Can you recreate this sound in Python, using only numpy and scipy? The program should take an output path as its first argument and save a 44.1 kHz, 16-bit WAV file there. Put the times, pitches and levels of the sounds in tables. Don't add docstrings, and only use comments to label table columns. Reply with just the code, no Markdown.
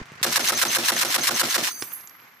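import sys
import numpy as np
from scipy import signal
from scipy.fft import rfft, irfft
from scipy.io import wavfile
from scipy.ndimage import uniform_filter1d

SR = 44100
rng = np.random.default_rng(int(sys.argv[2]) if len(sys.argv) > 2 else 0)


def transcribe(u):
    v = np.clip(np.atleast_2d(u).T, -1, 1)
    q = np.round(v * 32767).astype(np.int16)
    wavfile.write(sys.argv[1], SR, q)


def to_linear_factor(level_db):
    exponent = np.asarray(level_db, float) / 20
    return 10 ** exponent


N = 105840

# (frequency [Hz], density [dB])
WASH_SPECTRUM = [(30, -11), (130, -4), (550, -12.5), (1100, -2), (2100, -2), (3300, -13.5), (6500, -17),
                 (9000, -31), (15500, -42)]
# (time [s], level [dB])
WASH_LEVEL = [(0, -37.5), (.06, -49), (.2, -45.5), (1.7, -47.5), (1.9, -47.5), (2.1, -51), (2.4, -53.5)]
# (frequency [Hz], likeness [0-1])
LIKENESS = [(60, 0.93), (180, 1), (550, 0.6), (1650, 0.15), (4970, 0.16), (15000, 0.0)]
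# (time [s], peak level [dB], crack level [dB], pitch [factor])
FAR_SHOTS = [
    (.002, -34.5, -17, 1.4),
    (.014, -30.5, -15, 1.14),
    (0.057, -43.5, 13.5, 0.67),
    (0.119, -33, 2.5, 0.87),
    (.155, -41, 9, 0.64),
    (0.215, -30, 5.5, 0.82),
    (1.8234, -26, 14.5, 1.72),
    (1.9179, -44, 6, 2.6),
]
FAR_HZ, FAR_T60_S, FAR_ECHO_S, FAR_ECHO_DB = 167, 0.032, 0.0026, -8
# (time [s], peak level [dB], length [s])
BUMPS = [
    (.009, -39, 0.0054),
    (0.017, -30.5, .0045),
]
# (time [s], peak level [dB], pitch [Hz])
TICKS = [
    (1.9187, -31.5, 2100),
    (2.010, -40, 5460),
    (2.074, -30, 6600),
    (2.096, -39.5, 6000),
    (2.2175, -47, 5300),
    (2.2, -43, 2800),
    (1.8236, -22, 5100),
    (0.1, -36, 930),
    (2.3165, -54, 5600),
]

# (time [s], peak level [dB])
SLAMS = [(0.2295, -9), (0.3586, -9), (0.485, -10.5), (0.615, -13), (0.749, -11), (0.8833, -11),
         (1.0126, -12.5), (1.1421, -10.5), (1.27, -10), (1.395, -12), (1.5426, -13), (1.6739, -16)]
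RELEASES = [0.2641, .394, 0.521, .651, 0.7848, .919, 1.049, 1.180, 1.3081, 1.432, 1.579]
# (time [s], peak level [dB], pitch [Hz])
KNOCKS = [(0.326, -10, 5100), (0.446, -10.5, 2760), (0.474, -8.5, 4140), (0.575, -10.5, 5720),
          (0.599, -10.5, 4140), (0.704, -13, 2810), (0.729, -10.5, 1950), (0.837, -12, 2750),
          (0.851, -15, 3300), (0.863, -15, 3290), (0.965, -11, 1790), (0.979, -14.5, 3030),
          (0.994, -9, 4100), (1.104, -27, 3700), (1.11, -23, 3240), (1.127, -16, 4130), (1.239, -15, 2060),
          (1.347, -28, 2810), (1.504, -30, 2900), (1.524, -13, 4300), (1.63, -22, 1730), (1.641, -18, 3160)]
# (share of round [0-1], level [dB])
EFFORT = [(0, 0.5), (.08, 3.5), (.2, -1), (.3, -4.5), (.42, -4.5), (.56, -8.5), (.68, -4), (.8, -0.5),
          (1, -3)]
# (frequency [Hz], density [dB])
STEEL_SPECTRUM = [(400, -22), (800, -13), (1300, -4), (3000, -2), (5500, -2.5), (8000, -7), (15500, -11)]
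# (frequency [Hz], level [dB], t60 [s])
STEEL_MODES = [(1018, -1, 0.031), (1340, 1.5, 0.069), (1710, -1.5, 0.016), (2080, -3, 0.013),
               (2760, -13, 0.052), (3610, -8, 0.038), (4140, 4, 0.04), (5610, -1.5, 0.013)]
BODY_DB, FIZZ_DB, FIZZ_FOLLOW, SPLIT_HZ = -23, -25.5, 1.7, 8000
GRAINS_PER_S, GRAIN_DB, RINGS_DB = 3500, 3, -10.5
STOP_T60_S, SLAM_T60_S, SLAM_DB = 0.13, 0.033, -10.5
KNOCK_T60_S, KNOCK_DB, CRACK_T60_S, CRACK_DB = 0.04, -8.5, 0.051, -33
DUCK_S, DUCK_DB, DUCK_LOW_S, DUCK_LOW_DB, DUCK_EDGE_S = 0.0087, -11, 0.0042, -15, 0.0057
# (frequency [Hz], level [dB], delay [s], t60 [s])
CLANG_MODES = [(1660, -7.5, 0., .025), (2900, -8.5, 0., 0.0093), (1128, -13, .012, 0.038),
               (1330, -14.5, .018, 0.021), (1379, -13.5, .037, .04), (806, -15.5, 0.01, 0.021)]
CLANG_SPREAD = 0.085

BLAST_LEAD_S, BLAST_TOP_HZ, BLAST_END_HZ, BLAST_FALL_S = 0.022, 1535, 320, 0.029
BLAST_DB, BLAST_T60_S, LUMPS_PER_S = -19, 0.19, 900
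# (frequency [Hz], level [dB], start after release [s], length [s])
BOOMS = [(349, -32.5, -.012, 0.047), (239.3, -38, -.004, 0.068), (137.3, -41, 0.01, 0.064),
         (124, -42.5, -0.019, 0.033), (521, -34, -0.021, 0.039), (710, -32.5, -.018, 0.024),
         (697, -41, .047, 0.011)]
ROLL_HZ, ROLL_WIDTH_HZ, ROLL_DB, ROLL_RISE_S, ROLL_HOLD_S = 303, 300, -42, 0.0094, 0.067
ROLL_FAR_DB, ROLL_FAR_T60_S = -8.5, 0.9

# (time [s], peak level [dB])
LINKS = [(0.2944, -29), (0.422, -28.5), (0.4742, -21), (0.5506, -21), (0.683, -21), (0.7244, -24.5),
         (0.8546, -24.5), (0.9604, -24), (1.0835, -29), (1.2127, -22.5), (1.3437, -22.5), (1.4965, -22.5),
         (1.6004, -38), (1.6336, -30)]
LINK_HZ, LINK_T60_S, LINK_DB, LINK_HOLD_S = 6235, 0.24, -1.5, 0.03
# (frequency [Hz], level [dB], t60 [s])
CASE_MODES = [(6465, -14, .2), (8630, -12, .15), (10010, -2, .22), (11070, -5, .55), (11760, -1, .14),
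              (12540, -4, .35), (12840, -6, .2), (13420, -6, .15), (14160, -8, .22), (14850, -3, .15),
              (11290, -12, .2)]
HEAP_PER_S, HEAP_DB, HEAP_END_S = 40, -33, 1.7
# (time [s], frequency [Hz], peak level [dB], t60 [s])
LAST_RINGS = [
    (1.69, 6240, -34, 0.9),
    (1.715, 4660, -41, 0.9),
    (1.66, 5100, -37, 0.23),
    (1.94, 12239, -42, 1.4),
    (1.69, 4150, -36, .1),
    (1.83, 5900, -48, .4),
    (1.91, 6500, -50, .4),
              (1.685, 9500, -35, 0.13), (1.69, 11730, -47, .1), (1.69, 14870, -40, .4), (1.711, 8620, -43, .4),
          (1.715, 11200, -44, 0.45), (1.715, 13410, -38, .2), (1.72, 11624, -44, .3),
          (1.751, 11624, -39, 0.16), (1.72, 12700, -49, 0.53), (1.75, 14730, -46, .2),
          (1.75, 10011, -47, 0.26), (1.75, 14090, -53, 0.44), (1.788, 8360, -41, 0.49),
          (1.79, 14865, -39, .3), (1.804, 10060, -35, 0.21), (1.81, 13263, -43, .15),
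          (1.809, 11800, -45, 0.34), (1.838, 12800, -37, .25), (1.838, 12700, -46, .5),
          (1.868, 14136, -40, .2), (1.868, 14950, -43, .2), (1.87, 9970, -44, 0.5),
          (1.922, 12900, -37, 0.27), (1.922, 14868, -36, .15), (1.932, 11750, -31, 0.13),
          (1.93, 9960, -42, .35), (1.93, 11050, -46, 0.45), (1.94, 13827, -46, .15),
          (1.945, 10000, -38.5, 0.17), (1.95, 12535, -42, .3), (1.955, 11078, -41, .25),
          (1.955, 8500, -47, 0.24), (1.975, 10824, -51, 0.62), (1.98, 11658, -52, 0.23)]
# (time [s], level [dB])
SETTLE_LEVEL = [
    (1.66, -40),
    (1.71, -44),
    (1.78, -47),
    (1.795, -39),
    (1.9, -49),
    (1.925, -41),
    (1.97, -52),
    (2.1, -72),
]
RING_CAUGHT_S, RING_CAUGHT_DB = 1.825, -8
LOW_CUT_HZ, EDGE_HZ, CEILING = 137, 15080, 0.78


def evened(x):
    return x / np.sqrt(np.mean(x ** 2) + 1e-20)


def read(points, hz):
    f, value = np.transpose(points)
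    return np.interp(np.log(hz + 1), np.log(f + 1), value)


def add(mix, s, sound, pan_db=0):
    part = mix[:, max(round(s * SR), 0):][:, :np.shape(sound)[-1]]
    sides = to_linear_factor(np.array([[pan_db / 2], [-pan_db / 2]]))
    part += (np.atleast_2d(sound) * sides)[:, :part.shape[1]]


def resonate(x, hz, width_hz):
    turn = np.exp(2j * np.pi * np.cumsum(hz * np.ones(x.shape[-1])) / SR)
    r = np.exp(-np.pi * width_hz / SR)
    return 2 * (turn * signal.lfilter([1 - r], [1, -r], x / turn)).real


def pair(x, gain):
    hz, z = np.fft.rfftfreq(x.shape[1], 1 / SR), rfft(x)
    same = np.clip(read(LIKENESS, hz) * 1.066, -1, 1)
    right = same * z[0] + np.sqrt(1 - same ** 2) * z[1]
    return irfft(gain(hz) * np.array([z[0], right]), x.shape[1])


def dying(t60_s, length_s):
    return to_linear_factor(-60 * np.arange(round(length_s * SR)) / SR / t60_s)


def lumpy(shape, width):
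    return evened(uniform_filter1d(rng.standard_normal(shape), width))


def limiter(depth_db, hold_s):
    t, duck = np.arange(N) / SR, np.zeros(N)
    for s in RELEASES:
        sink = np.clip((t - s + hold_s + DUCK_EDGE_S) / DUCK_EDGE_S, 0, 1)
        duck += sink * np.clip((s - t) / 0.00038, 0, 1)
    return to_linear_factor(depth_db * duck)


def wash():
    level_db = np.interp(np.arange(N) / SR, *np.transpose(WASH_LEVEL)) + 2.0 * lumpy(N, 500)
    noise = pair(rng.standard_normal((2, N)), lambda hz: to_linear_factor(read(WASH_SPECTRUM, hz)))
    return evened(noise) * to_linear_factor(level_db)


def far_guns():
    out, t = np.zeros((2, N)), np.arange(4000) / SR
    u = t / 0.00013
    for s, db, crack_db, pitch in FAR_SHOTS:
        hiss = 0.063 * rng.standard_normal(len(t)) * to_linear_factor(-60 * t / 0.17)
        crack = resonate((1 - u) * np.exp(-u) + hiss, 1340, 6400)
        fall = 1 + 0.91 * np.exp(-t / 0.0042)
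        shot = np.sin(2 * np.pi * FAR_HZ * pitch * t * fall) * to_linear_factor(-60 * t * pitch / FAR_T60_S)
        shot += to_linear_factor(crack_db) * crack
        shot += 0.74 * np.sin(2 * np.pi * 400 * t) * to_linear_factor(-60 * t / 0.014)
        shot += 0.1 * np.sin(2 * np.pi * 145 * t) * to_linear_factor(-60 * t / 0.21)
        add(out, s, to_linear_factor(db) * shot, -2 * s)
        add(out, s + FAR_ECHO_S, to_linear_factor(db + crack_db + FAR_ECHO_DB) * crack, -2 * s)
    return out


def bumps():
    out = np.zeros((2, N))
    for s, db, length_s in BUMPS:
        u = np.arange(2600) / SR / length_s
        add(out, s, to_linear_factor(db) * np.e * u * 3 * np.exp(-u * 3))
    return out


def ticks():
    out = np.zeros((2, N))
    for s, db, hz in TICKS:
        noise = resonate(resonate(rng.standard_normal(900), hz, 1400), hz, 2500)
        add(out, s, to_linear_factor(db - 3.5) * evened(noise) * dying(0.015, 1)[:900], -4)
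    return out


def steel_layer(puff, level_db, follow, side, drive):
    def colour(hz):
        return to_linear_factor(read(STEEL_SPECTRUM, hz)) / np.sqrt(1 + (hz / SPLIT_HZ + 1e-4) ** (-12. * side))

    effort_db, running, hits = drive
    noise = rng.standard_normal((2, N)) * puff
    steel = evened(pair(noise, colour))
    if side < 0:
        rings = sum(to_linear_factor(db) * resonate(noise, hz, 3.0 / t60) for hz, db, t60 in STEEL_MODES)
        steel = evened(steel + to_linear_factor(RINGS_DB) * evened(rings))
    return steel * (to_linear_factor(level_db + follow * effort_db) * running + hits * to_linear_factor(1.6 * (level_db - BODY_DB)))


def knocks():
    out = np.zeros((2, N))
    for s, db, hz in KNOCKS:
        burst = rng.standard_normal((2, 1300)) * dying(KNOCK_T60_S, 1)[:1300]
        burst = resonate(burst[0] + 0.29 * burst, hz, 0.26 * hz) + 0.15 * burst
        add(out, s, to_linear_factor(db + KNOCK_DB) * burst / abs(burst).max() * 2)
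    return out


def action():
    t, at = np.arange(N) / SR, np.transpose(SLAMS)[0]
    turn = np.interp(t, at, np.arange(len(at)))
    effort_db = np.interp(turn % 1, *np.transpose(EFFORT)) - 60 * np.maximum(t - at[-1], 0) / STOP_T60_S
    grains = to_linear_factor(GRAIN_DB * np.minimum(rng.exponential(1, N), 5)) * (rng.random(N) < GRAINS_PER_S / SR)
    puff = 0.84 + evened(signal.lfilter([1], [1, -.9], grains))
    hits = np.zeros((2, N))
    for s, db in SLAMS:
        add(hits, s, to_linear_factor(db + SLAM_DB) * dying(SLAM_T60_S, 0.033))
    for s in RELEASES:
        add(hits, s, to_linear_factor(CRACK_DB) * dying(CRACK_T60_S, 0.03))
    drive = effort_db, t > at[0], hits
    body = steel_layer(puff, BODY_DB, 1, -1, drive)
    fizz = steel_layer(puff, FIZZ_DB, FIZZ_FOLLOW, 1, drive)
    return (body + fizz + knocks()) * limiter(DUCK_DB, DUCK_S)


def clangs():
    out, t = np.zeros((2, N)), np.arange(2000) / SR
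    for s, db in SLAMS:
        for hz, mode_db, delay_s, t60 in CLANG_MODES:
            detune, phase, late, uneven = rng.uniform(-1.02, 1, 4)
            wave = np.sin(2 * np.pi * hz * (1 + CLANG_SPREAD * detune) * t + np.array([[0], [1.4 * phase]]))
            env = to_linear_factor(db + mode_db + 5.2 * uneven - 60 * t / t60) * np.minimum(t / 0.00083, 1)
            add(out, s + delay_s * (1 + .2 * late), env * wave)
    return out * limiter(DUCK_DB, DUCK_S)


def blasts():
    out, t = np.zeros((2, N)), np.arange(4400) / SR
    echoes = rng.standard_normal(len(t)) * (rng.random(len(t)) < LUMPS_PER_S / SR)
    hz = BLAST_END_HZ + (BLAST_TOP_HZ - BLAST_END_HZ) * np.exp(-t / BLAST_FALL_S)
    booms = np.zeros((2, 2 * len(t)))
    for f, db, start_s, length_s in BOOMS:
        shape = np.sin(np.pi * np.clip(t / length_s, 0, 1) ** 0.56)
        wave = np.sin(2 * np.pi * f * t * (1.04 - t) + rng.uniform(0, 1, (2, 1)))
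        add(booms, start_s + BLAST_LEAD_S, to_linear_factor(db) * shape * wave)
    for s in RELEASES:
        lumps = pair(echoes + 0.11 * rng.standard_normal((2, len(t))), np.ones_like)
        roll = evened(resonate(resonate(lumps, hz, 690), hz, 1120) / np.sqrt(hz))
        env = to_linear_factor(BLAST_DB - 60 * t / BLAST_T60_S) * np.minimum(t / 0.0022, 1)
        add(out, s - BLAST_LEAD_S, roll * env)
        add(out, s - BLAST_LEAD_S, booms * to_linear_factor(2.9 * lumpy(2 * len(t), 300)))
    return out * limiter(DUCK_LOW_DB, DUCK_LOW_S)


def rolls():
    t, env = np.arange(SR) / SR, np.zeros((2, N))
    near = np.clip((ROLL_HOLD_S - t) / 0.018, 0, 1)
    far = to_linear_factor(ROLL_FAR_DB - 60 * t / ROLL_FAR_T60_S)
    for s in RELEASES:
        add(env, s - .004, np.minimum(t / ROLL_RISE_S, 1) * (near + far * (s > 1.5)))
    noise = pair(rng.standard_normal((2, N)), np.ones_like)
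    rumble = resonate(resonate(noise, ROLL_HZ, ROLL_WIDTH_HZ), ROLL_HZ, ROLL_WIDTH_HZ)
    return to_linear_factor(ROLL_DB) * env * evened(rumble)


def links():
    out, t = np.zeros((2, N)), np.arange(SR // 2) / SR
    for s, db in LINKS:
        hz = LINK_HZ * rng.uniform(.998, 1.003)
        phase = rng.uniform(0, 1.35)
        env = to_linear_factor(db + LINK_DB - 60 * t / LINK_T60_S) * np.minimum(t / 0.00066, 1)
        env = env * np.clip((LINK_HOLD_S - t) / 0.0029, 0, 1)
        env = env * (1 + 0.24 * lumpy((2, len(t)), 130))
        add(out, s, env * np.sin(2 * np.pi * hz * t + np.array([[0], [phase]])))
    return out * limiter(DUCK_DB, DUCK_S)


def clink(level_db):
    t, draw = np.arange(round(.06 * SR)) / SR, rng.random((len(CASE_MODES), 4))
    hz, db, t60 = np.transpose(CASE_MODES)[:, :, None]
    hz = hz * (1 + .14 * (draw[:, 2:3] - .5))
    size = to_linear_factor(level_db + db - 35 * draw[:, 3:] - 60 * t / (t60 * .6))
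    return np.array([(size * np.sin(2 * np.pi * (hz * t + draw[:, k:k + 1]))).sum(0) for k in (0, 1)])


def heap():
    out = np.zeros((2, N))
    for s in np.arange(.3, HEAP_END_S, 1 / HEAP_PER_S):
        fade_db = -18 * max(s - 1.6, 0)
        add(out, s + .02 * rng.random(), clink(HEAP_DB + fade_db + 4 * rng.standard_normal()))
    return out * limiter(DUCK_DB, DUCK_S)


def settling():
    out, t = np.zeros((2, N)), np.arange(SR // 2) / SR
    for s, hz, db, t60 in LAST_RINGS:
        beat = 1 + .5 * lumpy((2, len(t)), 300)
        caught = to_linear_factor(RING_CAUGHT_DB * np.clip((s + t - RING_CAUGHT_S) / .01, 0, 1) * (s < 1.72))
        env = to_linear_factor(db - 60 * t / t60) * np.minimum(t / .002, 1) * np.minimum((t[-1] - t) / .05, 1)
        wave = np.sin(2 * np.pi * hz * t + np.array([[0], [1.1]]))
        add(out, s, env * beat * caught * wave, -4)

    def colour(hz):
        peaks = sum(1 / np.hypot(1, (hz - f) / 45) for f, _, _ in CASE_MODES)
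        return np.clip(hz / 5000, 0, 1) ** 2 * (.22 + peaks)

    shimmer = evened(pair(rng.standard_normal((2, N)), colour))
    return out + shimmer * to_linear_factor(np.interp(np.arange(N) / SR, *np.transpose(SETTLE_LEVEL), left=-120))


def scene():
    field = wash() + far_guns() + ticks()
    gun = action() + clangs() + blasts() + rolls()
    return field + gun + links() + heap() + settling()


def top_cut(x):
    return signal.sosfilt(signal.butter(12, 16370, fs=SR, output="sos"), x)


def record(dry):
    low_cut = signal.butter(2, LOW_CUT_HZ, "high", fs=SR, output="sos")
    balance = to_linear_factor(np.array([[-.45], [.45]]))
    picked_up = balance * signal.sosfilt(low_cut, dry) + bumps()
    overloaded = CEILING * np.tanh(picked_up / CEILING)
    taps = signal.firwin(601, EDGE_HZ, window=("kaiser", 4), fs=SR)
    return top_cut(signal.oaconvolve(overloaded, taps[None], "same"))


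dry = scene()
out = record(dry)
transcribe(out)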